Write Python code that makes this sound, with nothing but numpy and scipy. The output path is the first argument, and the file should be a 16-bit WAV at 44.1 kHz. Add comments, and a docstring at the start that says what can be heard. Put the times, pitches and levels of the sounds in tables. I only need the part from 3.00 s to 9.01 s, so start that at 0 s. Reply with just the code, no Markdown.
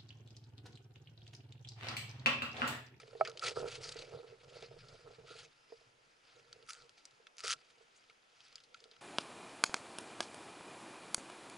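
"""Knocks on a hull and the rustle of clothing come first: someone shifts about in a small plastic boat on a calm
lake and handles tackle. The hull rumbles, small gear clicks, a fastener rips open twice, over faint lake air.
Cloth and friction are shaped noise grains, knocks are struck decaying modes, snaps and clicks are noise bursts.
A housing around two microphones adds resonances, and its two ports pick up the sound unevenly."""
import sys
import numpy as np
from scipy import signal
from scipy.fft import rfft, irfft
from scipy.io import wavfile
from scipy.ndimage import uniform_filter1d

SR = 44100
rng = np.random.default_rng(int(sys.argv[2]) if len(sys.argv) > 2 else 0)


def wav_out(sig):
    """Save sig, one row per channel (or a flat mono array), as 16-bit PCM at SR to the path in sys.argv[1]."""
    wavfile.write(sys.argv[1], SR, np.round(np.clip(np.atleast_2d(sig).T, -1, 1) * 32767).astype(np.int16))


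def attenuation_scalar(level_db):
    """Turn a level in dB into a linear amplitude multiplier (20 dB per decade)."""
    decades = np.asarray(level_db, float) / 20
    return 10 ** decades


N = 265041
HZ = np.fft.rfftfreq(N, 1 / SR)
T = np.arange(N) / SR

# Resonances of the housing. Each row: centre in Hz, width in Hz, level in dB over the direct sound.
HOUSING = [(475.4, 34, 11), (1339, 100, 12), (2560, 60, -7), (4690, 600, -6.5)]
# Spectrum of a crack. Each row: frequency in Hz, relative density in dB per Hz.
SNAP = [(400, -46.5), (900, -24), (1500, -5.5), (2800, -2.5), (4000, -2), (5000, -1.5), (6200, -0.5),
        (8000, -9.5), (11000, -14)]


def evened(x):
    """Normalization: scales a signal to an rms of 1."""
    return x / np.sqrt(np.mean(x ** 2) + 1e-20)


def read(points, hz):
    """Interpolation on a logarithmic frequency axis."""
    f, value = np.transpose(points)
    return np.interp(np.log(hz + 1), np.log(f + 1), value)


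def curve(table, order):
    """Linear interpolation over time of one column of a table."""
    rows = np.array(table)
    return np.interp(T, rows[:, 0], rows[:, order])


def add(mix, s, sound):
    """Superposition: adds a sound to the mix from s seconds on."""
    part = mix[round(s * SR):][:len(sound)]
    part += sound[:len(part)]


def coloured(x, points):
    """Linear filtering: weights the spectrum by a curve in dB."""
    return irfft(rfft(x) * attenuation_scalar(read(points, HZ)), N)


def without_bass(x, hz):
    """Radiation: a small area radiates no bass."""
    return signal.sosfilt(signal.butter(3, hz, "high", fs=SR, output="sos"), x)


def wobble(rate):
    """Low-passed chance: slow noise of rms 1 with up to about rate changes a second."""
    return evened(irfft(rfft(rng.standard_normal(N)) / (1 + (HZ / rate) ** 4), N))


def grains(per_s, spread_db):
    """Shot noise: sparse impulses of random sign, a few of them large."""
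    size = attenuation_scalar(spread_db * np.minimum(rng.exponential(1, N), 5))
    happens = rng.random(N) < per_s / SR
    return size * rng.standard_normal(N) * happens


def swell(start, length, first_db, last_db, rise, fall):
    """Power envelope of a gesture: steady climb in dB, sloping hold, steady fall (rise, fall in dB per s)."""
    hold_db = np.interp(T, [start, start + length], [first_db, last_db])
    before, after = np.maximum(start - T, 0), np.maximum(T - start - length, 0)
    return attenuation_scalar(2 * (hold_db - rise * before - fall * after))


def burst(noise, colour_db, t60):
    """Transient: a crack with a sharp start and a noisy exponential tail, peak 1."""
    t = np.arange(len(noise)) / SR
    fall = attenuation_scalar(-60 * t / np.clip(t60, .003, .2))
    onset = np.minimum(t / .0003, 1)
    sound = irfft(rfft(noise) * attenuation_scalar(colour_db)) * (fall + 1.2 * fall ** 4) * onset
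    sound = without_bass(sound, 1200)
    return sound / abs(sound).max()


def housing(x):
    """Parallel resonance: the shell around the microphones adds its own modes to the direct sound."""
    resonances = sum(attenuation_scalar(db) / (1 + 2j * (HZ - hz) / width) for hz, width, db in HOUSING)
    return irfft(rfft(x) * (1 + resonances), N)


def air():
    """Diffuse field: distant leaves, water and microphone hiss as smooth noise, partly alike at both sides."""
    # Each row: frequency in Hz, relative density in dB per Hz.
    colour = [(20, -4), (60, -20.5), (90, -16.5), (125, -21), (200, -8), (400, -4.5), (800, -4),
              (1500, -4.5), (3000, -7.5), (5000, -17.5), (6300, -14.5), (8000, -21.5), (11200, -23.5)]
    # Each row: frequency in Hz, likeness of left and right from -1 to 1.
    likeness = [(60, .9), (130, 0.48), (270, 0.11), (570, 0.15), (1220, -0.62), (2580, .28), (5470, 0.49),
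                (11600, 0.14)]
    level_db = -67.5  # rms over both channels
    frames, hz = N // 256 + 5, np.fft.rfftfreq(1024, 1 / SR)
    a, b, c, d, patches = rng.standard_normal((frames, 513, 5)).T
    patches = evened(uniform_filter1d(uniform_filter1d(patches, 14, 0), 12, 1))
    same = np.clip(read(likeness, hz), -1, 1)[:, None]
    left = a + 1j * b
    right = same * left + np.sqrt(1 - same ** 2) * (c + 1j * d)
    z = np.array([left, right]) * attenuation_scalar(read(colour, hz)[:, None] + 1.2 * patches)
    hiss = signal.istft(z, nperseg=1024, noverlap=768)[1][:, :N]
    # a small share of the air also rings the housing
    return attenuation_scalar(level_db) * evened(hiss + 0.15 * housing(hiss))


def thin_hiss():
    """Band-pass noise: a narrow airy band around 5.1 kHz that comes and goes."""
    # Each row: time in seconds, level in dB around which the band wobbles.
    levels = [(0, -84), (1.3, -99), (1.6, -72), (2.2, -81), (2.55, -79), (2.75, -74), (2.9, -87),
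              (3.6, -82), (4.6, -86), (6.01, -82.5)]
    band = irfft(rfft(rng.standard_normal(N)) / (1 + ((HZ - 5100) / 220) ** 2), N)
    return evened(band) * attenuation_scalar(curve(levels, order=1) + 1.5 * wobble(20))


def housing_rub():
    """Friction-driven resonance: lumpy rubbing heard through one mode of the shell."""
    # Each row: start in seconds, length in seconds, level at start in dB, level at end in dB.
    rubs = [(0.274, 0.035, -42, -59), (0.426, .08, -41.5, -57), (.565, 0.043, -42, -54),
            (1.826, 0.26, -66, -81), (2.262, 0.078, -63, -55), (3.671, 0.032, -73, -45.5),
            (3.73, 0.094, -63, -66), (4.391, 0.031, -67.5, -64), (4.439, 0.0994, -47, -46.5),
            (5.107, 0.0072, -58, -74), (5.748, .006, -48, -63)]
    rise, fall = 2999, 1200  # dB per s
    hz, width, _ = HOUSING[1]
    resonance = 1 / (1 + 2j * (HZ - hz) / (1.8 * width)) ** 2
    ring = irfft(rfft(grains(4000, 2.5)) * resonance, N)
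    power = sum(swell(*row, rise, fall) for row in rubs)
    return evened(ring) * np.sqrt(power)


def gear():
    """Impact excitation: cracks ring a resonance of the touched part, and a small metal lure rings faintly."""
    # Clicks and scuffs. Each row: start in seconds, peak before the housing in dB, centre in Hz,
    # t60 in seconds of the crack.
    clicks = [(0.0317, -46, 2170, .029), (0.0797, -51, 2570, 0.036), (0.131, -55, 1830, 0.025),
              (0.2502, -33.5, 2400, 0.02), (0.2545, -33, 2160, 0.12), (0.2745, -32, 4280, .049),
              (.2968, -40, 4990, .026), (.3157, -42.5, 2980, 0.016), (0.3729, -34.5, 3700, 0.047),
              (0.3944, -30, 4060, 0.014), (0.424, -53, 4850, .026), (0.437, -30, 4830, 0.03),
              (0.4486, -33, 4530, .026), (.4653, -25, 4560, 0.042), (0.4797, -27.5, 2120, 0.029),
              (0.4952, -35.5, 3000, 0.016), (0.5085, -35, 3350, 0.038), (.594, -35, 4390, 0.015),
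              (.839, -35, 4540, 0.13), (0.8909, -32.5, 4160, 0.034), (0.9227, -34, 4340, 0.019),
              (.9443, -41.5, 6630, .019), (0.967, -37, 4300, 0.026), (0.99, -37.5, 4230, 0.057),
              (1.482, -62, 4000, .04), (1.624, -40.5, 2870, .032), (1.884, -48.5, 4500, 0.1),
              (3.5283, -36, 4000, 0.0097), (3.6262, -48.5, 3000, 0.014), (3.8218, -46, 4600, 0.016),
              (3.8937, -45, 4740, 0.0055), (4.0534, -38.5, 5850, 0.012), (4.11, -50, 4240, 0.019),
              (4.2685, -43, 2550, 0.031), (4.566, -56, 3380, 0.021), (5.0975, -48, 2330, 0.044),
              (5.405, -47.5, 3080, 0.031), (5.4825, -51, 4310, .015), (5.5267, -50, 4570, .026),
              (5.5563, -34, 4444, 0.016), (5.5813, -46.5, 3100, 0.072), (5.6025, -49.5, 3550, 0.043),
              (5.637, -50, 4280, .072), (5.7441, -39, 2870, 0.025), (5.8035, -47.5, 3970, .023),
              (5.8405, -41.5, 3820, 0.015), (5.913, -45, 3700, 0.036), (5.965, -52, 2820, 0.019)]
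    # Modes of the lure. Each row: frequency in Hz, level before the housing in dB, t60 in seconds.
    lure_modes = [(6300, -74, .1), (7250, -76, .22), (9250, -78, .1)]
    # Touches of the lure: times in seconds.
    lure_touches = [5.760, 5.806]
    out, noise = np.zeros(N), rng.standard_normal((len(clicks), 4000))
    colour_db = 0.35 * read(SNAP, np.fft.rfftfreq(4000, 1 / SR))
    for (s, db, hz, t60), row in zip(clicks, noise):
        crack = burst(row, colour_db, t60)
        q = np.clip(1.5 + 23 * t60, .4, 20)  # longer rings are narrower
        sound = signal.lfilter(*signal.iirpeak(hz, q, fs=SR), crack) + 0.124 * crack
        # treble fades above a multiple of the centre
        sound = signal.lfilter(*signal.butter(2, min(2.18 * hz, SR / 3), fs=SR), sound)
        add(out, s, attenuation_scalar(db) * sound / abs(sound).max())
    t = np.arange(8000) / SR
    ring = sum(attenuation_scalar(db - 60 * t / t60) * np.sin(2 * np.pi * hz * t) for hz, db, t60 in lure_modes)
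    for s in lure_touches:
        add(out, s, ring)
    return housing(out)


def fastener():
    """Impulse train: very short cracks, which in a run follow at an uneven pace."""
    # Single snaps, loud and soft. Each row: start in seconds, peak before the housing in dB.
    single_snaps = [(3.665, -51), (3.675, -51), (3.687, -45), (3.696, -35), (3.707, -33.5), (3.7224, -49),
                    (3.733, -32.5), (3.7437, -44), (3.7504, -42), (4.369, -47), (4.3828, -32),
                    (4.4108, -39), (4.479, -22.5), (4.4875, -38), (4.5, -32), (4.5145, -18), (4.5275, -28),
                    (4.5357, -26)]
    # Runs of quick snaps. Each row: start in seconds, length in seconds, middle of the peaks at start in dB,
    # at end in dB (both before the housing), snaps per second.
    rips = [(3.685, 0.03, -40, -32.5, 200), (4.387, 0.019, -39.5, -32.5, 190),
            (4.436, .102, -32.5, -22, 190)]
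    t60, spread_db, jitter = 0.0077, 5, .3  # seconds, dB either way, snap intervals either way
    snaps = list(single_snaps)
    chances = rng.uniform(-1, 1, (len(rips), 2, 40))
    for (start, length, first_db, last_db, per_s), (late, size) in zip(rips, chances):
        after = (np.arange(40) + jitter * (1 + late)) / per_s
        db = first_db + (last_db - first_db) * after / length + spread_db * size
        snaps += list(zip(start + after[after < length], db))
    out, noise = np.zeros(N), rng.standard_normal((len(single_snaps) + 40 * len(rips), 4000))
    colour_db = read(SNAP, np.fft.rfftfreq(4000, 1 / SR))
    for (s, db), row in zip(snaps, noise):
        add(out, s, attenuation_scalar(db) * burst(row, colour_db, t60))
    return housing(out)


def struck(rows, modes, spread_db):
    """Modal synthesis: a push into decaying modes; the longer the contact, the duller the knock."""
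    out, t = np.zeros(N), np.arange(4000) / SR
    # neighbouring modes start in opposite directions, so the knock swells for a few cycles
    rings = np.array([(-1) ** k * attenuation_scalar(db - 60 * t / t60) * np.sin(2 * np.pi * hz * t)
                      for k, (hz, db, t60) in enumerate(modes)])
    # with a spread, each knock lands on another spot and excites the modes unevenly
    spots = rng.uniform(-1.3, 1, (len(rows), len(modes)))
    for (s, db, ms), spot in zip(rows, spots):
        phase = np.clip(t[:200] * 1000 / np.clip(ms, .05, 4), 0, 1)
        push = np.sin(np.pi * phase) ** 2
        sound = signal.fftconvolve(attenuation_scalar(spread_db * spot) @ rings, push)
        add(out, s, attenuation_scalar(db) * sound / abs(sound).max())
    return without_bass(out, 300)


def box_landing():
    """Modal impact: a hard plastic box is set down, two edges landing in turn."""
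    # Each row: start in seconds, peak before the bass cut in dB, contact time in ms.
    clacks = [(.2083, -30.5, 0.88), (.2098, -13, 0.44)]
    # Each row: mode in Hz, relative level in dB, t60 in seconds.
    modes = [(399, -10.5, .05), (645, 2.5, .06), (785, 0.5, 0.033), (1293, 1, 0.038), (1836, -12.5, 0.019),
             (2270, -7.5, 0.0204)]
    return struck(clacks, modes, 0)


def hull_knocks():
    """Modal impact: knocks at varying spots ring the modes of the hull."""
    # Each row: start in seconds, peak before the bass cut in dB, contact time in ms (4 at most is used).
    hits = [(0.032, -47, 1), (0.083, -50, 3.1), (0.151, -38, 0.48), (0.28, -37, 0.97), (0.567, -32, 0.61),
            (0.585, -34, 1.5), (0.6, -33, 0.35), (0.623, -31, 4.6), (0.645, -43, 0.65), (0.675, -36, 1.3),
            (0.778, -44.5, 2.9), (0.957, -41.5, 2), (1.111, -49, 0.7), (1.167, -43, 2.1), (1.243, -44, 1.3),
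            (1.321, -44.5, 2.1), (1.625, -38.5, 0.86), (1.71, -42.5, 1.4), (2.074, -50, 2),
            (2.183, -47, 1.4), (2.243, -50, 0.8), (2.306, -46.5, 2.1), (2.352, -49, 1.07), (2.7, -60, 1.6),
            (2.722, -40, 0.18), (2.811, -57, 0.58), (3.558, -54, 0.34), (3.597, -60, 1.8),
            (4.199, -58, 0.5), (4.44, -37.5, 0.46), (4.807, -53.5, 0.56), (5.093, -63, 0.45),
            (5.819, -62, 0.97), (5.855, -53.5, 0.63), (5.917, -59, 2.3)]
    # Each row: mode in Hz, relative level in dB, t60 in seconds.
    modes = [(386.8, -3.5, 0.11), (458.4, 10, 0.1), (534, -5.5, 0.12), (640, 3.5, 0.042), (780, -1, .03),
             (895, -4, 0.022), (1100, -10, .02), (1830, -3, 0.028)]
    return struck(hits, modes, 4)


def hull():
    """Friction and shell vibration: seat and feet rub the hull in lumps and the whole shell booms along."""
    # Spectra of the rubbing and the boom. Each row: frequency in Hz, relative density in dB per Hz.
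    rub_colour, boom_colour = [(150, -45), (280, -16), (380, -0.5), (460, -1), (600, -0.5), (750, -7),
                               (1000, -15.5), (1500, -24), (2200, -40)], [(12, -43.5), (20, 0), (64, -17.5), (95, -4.5), (124, 4),
                                             (147, 1.5), (210, -22.5), (260, -13), (340, -46.5),
                                             (570, -120)]
    # Changing load of seat and feet, under the separate shifts. Each row: time in seconds, rubbing in dB,
    # deep boom in dB.
    load = [(0, -63, -71.5), (.27, -53.5, -66), (.43, -54, -71), (.75, -54.5, -59.5), (1.05, -56.5, -62),
            (1.25, -71, -73), (1.38, -70, -68), (1.45, -55.5, -68.5), (1.8, -68.5, -72), (2.2, -76, -70),
            (2.46, -63.5, -66), (2.58, -92.5, -85.5), (2.8, -81.5, -78), (3.06, -79, -85.5),
            (3.29, -81.5, -84), (3.95, -85, -91.5), (4.3, -82, -99), (4.7, -79, -83), (5.1, -87, -88),
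            (5.5, -88, -88), (5.83, -71.5, -81), (6.01, -83, -83)]
    # Separate shifts of weight. Each row: start in seconds, length in seconds, rubbing in dB, deep boom in dB.
    weight_shifts = [(0.47, 0.017, -40.5, -58.5), (0.59, 0.041, -36.5, -47.5), (1.115, 0.052, -46.5, -53.5),
                     (1.24, 0.018, -62, -75), (1.294, 0.021, -60, -68), (1.55, 0.032, -54, -66),
                     (1.62, 0.035, -59, -59.5), (1.697, .06, -58, -58), (1.823, 0.054, -57, -64),
                     (1.925, 0.02, -56.5, -59), (2.197, 0.058, -61, -65), (2.06, 0.068, -57.5, -61.5),
                     (2.31, 0.027, -59, -66), (2.71, .03, -74, -79), (3.354, 0.29, -69.5, -73.5),
                     (3.747, .12, -68, -75), (4.138, .07, -92, -85), (4.438, 0.12, -69, -72)]
    rise, fall = 406, 228  # dB per s
    rub = evened(housing(coloured(grains(900, 2.0) * attenuation_scalar(4.0 * wobble(25)), rub_colour)))
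    boom = evened(coloured(rng.standard_normal(N) * attenuation_scalar(3.7 * wobble(16)), boom_colour))
    shapes = np.array([swell(s, length, 0, 0, rise, fall) for s, length, *_ in weight_shifts])
    shift_power = attenuation_scalar(2 * np.array(weight_shifts)[:, -2:].T) @ shapes
    load_power = attenuation_scalar(2 * np.array([curve(load, order=1), curve(load, order=2)]))
    rub_power, boom_power = shift_power + load_power
    return rub * np.sqrt(rub_power) + boom * np.sqrt(boom_power)


def rustle():
    """Stick-slip noise: fibres slip in dense clumped grains; strokes stutter and their colour shifts in patches."""
    # Each row: frequency in Hz, relative density in dB per Hz.
    colour = [(410, -22), (700, -1.5), (1020, -6), (1330, -6.5), (1770, 0), (2420, 2.5), (2820, 2),
              (4610, 1), (10600, -27.5), (11500, -33.5), (15000, -74), (22000, -120)]
    # Separate strokes, levels before the housing. 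Each row: start in seconds, length in seconds, level at
    # start in dB, level at end in dB, sheen above 6.5 kHz relative to it in dB.
    strokes = [(0.0, 0.036, -56.5, -66, -12), (0.424, 0.014, -48.5, -47.5, -6.5),
               (.44, .056, -43.5, -42, -8.5), (0.505, 0.016, -65, -59.5, -17),
               (0.566, 0.045, -49, -55.5, -8.5), (0.664, 0.1, -53.5, -49, -7),
               (0.82, 0.1, -52, -53.5, -2.5), (.96, 0.067, -59, -50, -12),
               (1.113, 0.077, -61.5, -65.5, -26), (1.271, 0.021, -69, -61, -25),
               (1.407, 0.037, -66, -66, -16), (1.493, 0.17, -63.5, -60, -13.5),
               (1.791, 0.084, -62.5, -71, -12), (1.882, 0.14, -66.5, -67, -10.5),
               (2.091, 0.064, -70.5, -58.5, -15), (2.272, 0.18, -59.5, -57.5, -9),
               (3.29, 0.11, -69.5, -66, -14.5), (3.681, 0.054, -67, -61, 0),
               (3.765, .1, -61.5, -73.5, -5.5), (3.982, 0.026, -65, -70.5, -8),
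               (4.382, 0.012, -68, -53, -8), (4.438, 0.082, -48.5, -53.5, -6.5),
               (4.69, 0.016, -79.5, -65.5, -5.5), (4.957, 0.02, -77, -75, 2.5),
               (5.388, 0.075, -76.5, -61, -11.5), (5.52, 0.037, -62, -69, -18),
               (5.768, 0.031, -68, -70, -12), (5.835, 0.027, -71, -68, -15),
               (5.916, 0.055, -62.5, -74, -30)]
    # Continuous stirring of clothes underneath the strokes. Each row: time in seconds, level before the
    # housing in dB.
    stirring = [(0, -74), (.2, -63.5), (.35, -67), (.55, -61), (1.05, -61.5), (1.36, -75), (1.75, -69),
                (2.5, -75), (2.76, -70.5), (2.95, -78), (3.2, -74), (3.5, -71.5), (3.9, -76), (4.1, -71.5),
                (4.3, -81), (4.6, -69), (4.9, -74), (5.07, -71), (5.23, -79.5), (5.4, -67.5), (5.7, -77.5),
                (6.01, -75)]
    stirring_sheen_db = -12
    rise, fall = 1200, 698  # dB per s
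    drive = evened(grains(14000, 1.0)) * attenuation_scalar(1.7 * wobble(50) + 1.3 * wobble(200))
    z = signal.stft(coloured(drive, colour), nperseg=256)[2]
    patches = rng.standard_normal(z.shape[::-1]).T
    patches = evened(uniform_filter1d(uniform_filter1d(patches, 8, 0), 8, 1))
    cloth = signal.istft(z * attenuation_scalar(2.5 * patches), nperseg=256)[1][:N]
    sheen = irfft(rfft(cloth) / (1 + (6500 / (HZ + 1)) ** 8), N)
    body = cloth - sheen
    stroke_powers = [swell(*row[:4], rise, fall) for row in strokes]
    power = np.array(stroke_powers + [attenuation_scalar(2 * curve(stirring, order=1))])
    sheen_db = np.array([row[-1] for row in strokes] + [stirring_sheen_db])
    sheen_power = attenuation_scalar(2 * sheen_db) @ power
    return housing(evened(body) * np.sqrt(power.sum(0)) + evened(sheen) * np.sqrt(sheen_power))


def ports(x):
    """Stereo differences: two ports differ in level and phase; deck and water echo unlike per side."""
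    # Each row: frequency in Hz, left minus right in dB.
    difference_db = [(60, 0), (200, .8), (330, -4.5), (650, -5), (1200, -2.4), (2200, 0), (4000, .7),
                     (11000, .5)]
    # Each row: frequency in Hz, lead of the left in radians.
    lead = [(60, -.08), (200, -.2), (330, -.7), (600, -.95), (1300, -.7), (2800, -.4), (5000, -.3),
            (9000, -.2)]
    half = attenuation_scalar(read(difference_db, HZ) / 2) * np.exp(.5j * read(lead, HZ))
    pair = irfft(rfft(x) * np.array([half, 1 / half]), N)
    t = np.arange(1600) / SR
    sparse = rng.standard_normal((2, 1600)) * (rng.random((2, 1600)) < .05)
    taps = sparse * attenuation_scalar(-60 * t / .045) * (t > .001)
    taps = taps / np.linalg.norm(taps, axis=1)[:, None]
    bright = signal.lfilter(*signal.butter(1, 5000, "high", fs=SR), x)
    echoes = signal.oaconvolve(bright[None], taps, axes=1)[:, :N]
    return pair + attenuation_scalar(-8.5) * echoes


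def scene():
    """Superposition: near sources pass the two ports, and the air of the lake is added in stereo."""
    handling = gear() + fastener() + box_landing() + housing_rub()
    boat = hull_knocks() + hull()
    return air() + ports(thin_hiss() + handling + boat + rustle())


def top_cut(x):
    """Nothing passes above the cut-off."""
    return signal.sosfilt(signal.butter(12, 12210, fs=SR, output="sos"), x)


def record(dry):
    """Band limiting: the treble falls steeply above 11 kHz."""
    band_limit = [(11000, -2.5), (11400, -27.0), (12300, -39)]  # Hz, dB
    limited = coloured(dry, band_limit)
    return top_cut(limited)


dry = scene()
out = record(dry)
wav_out(out)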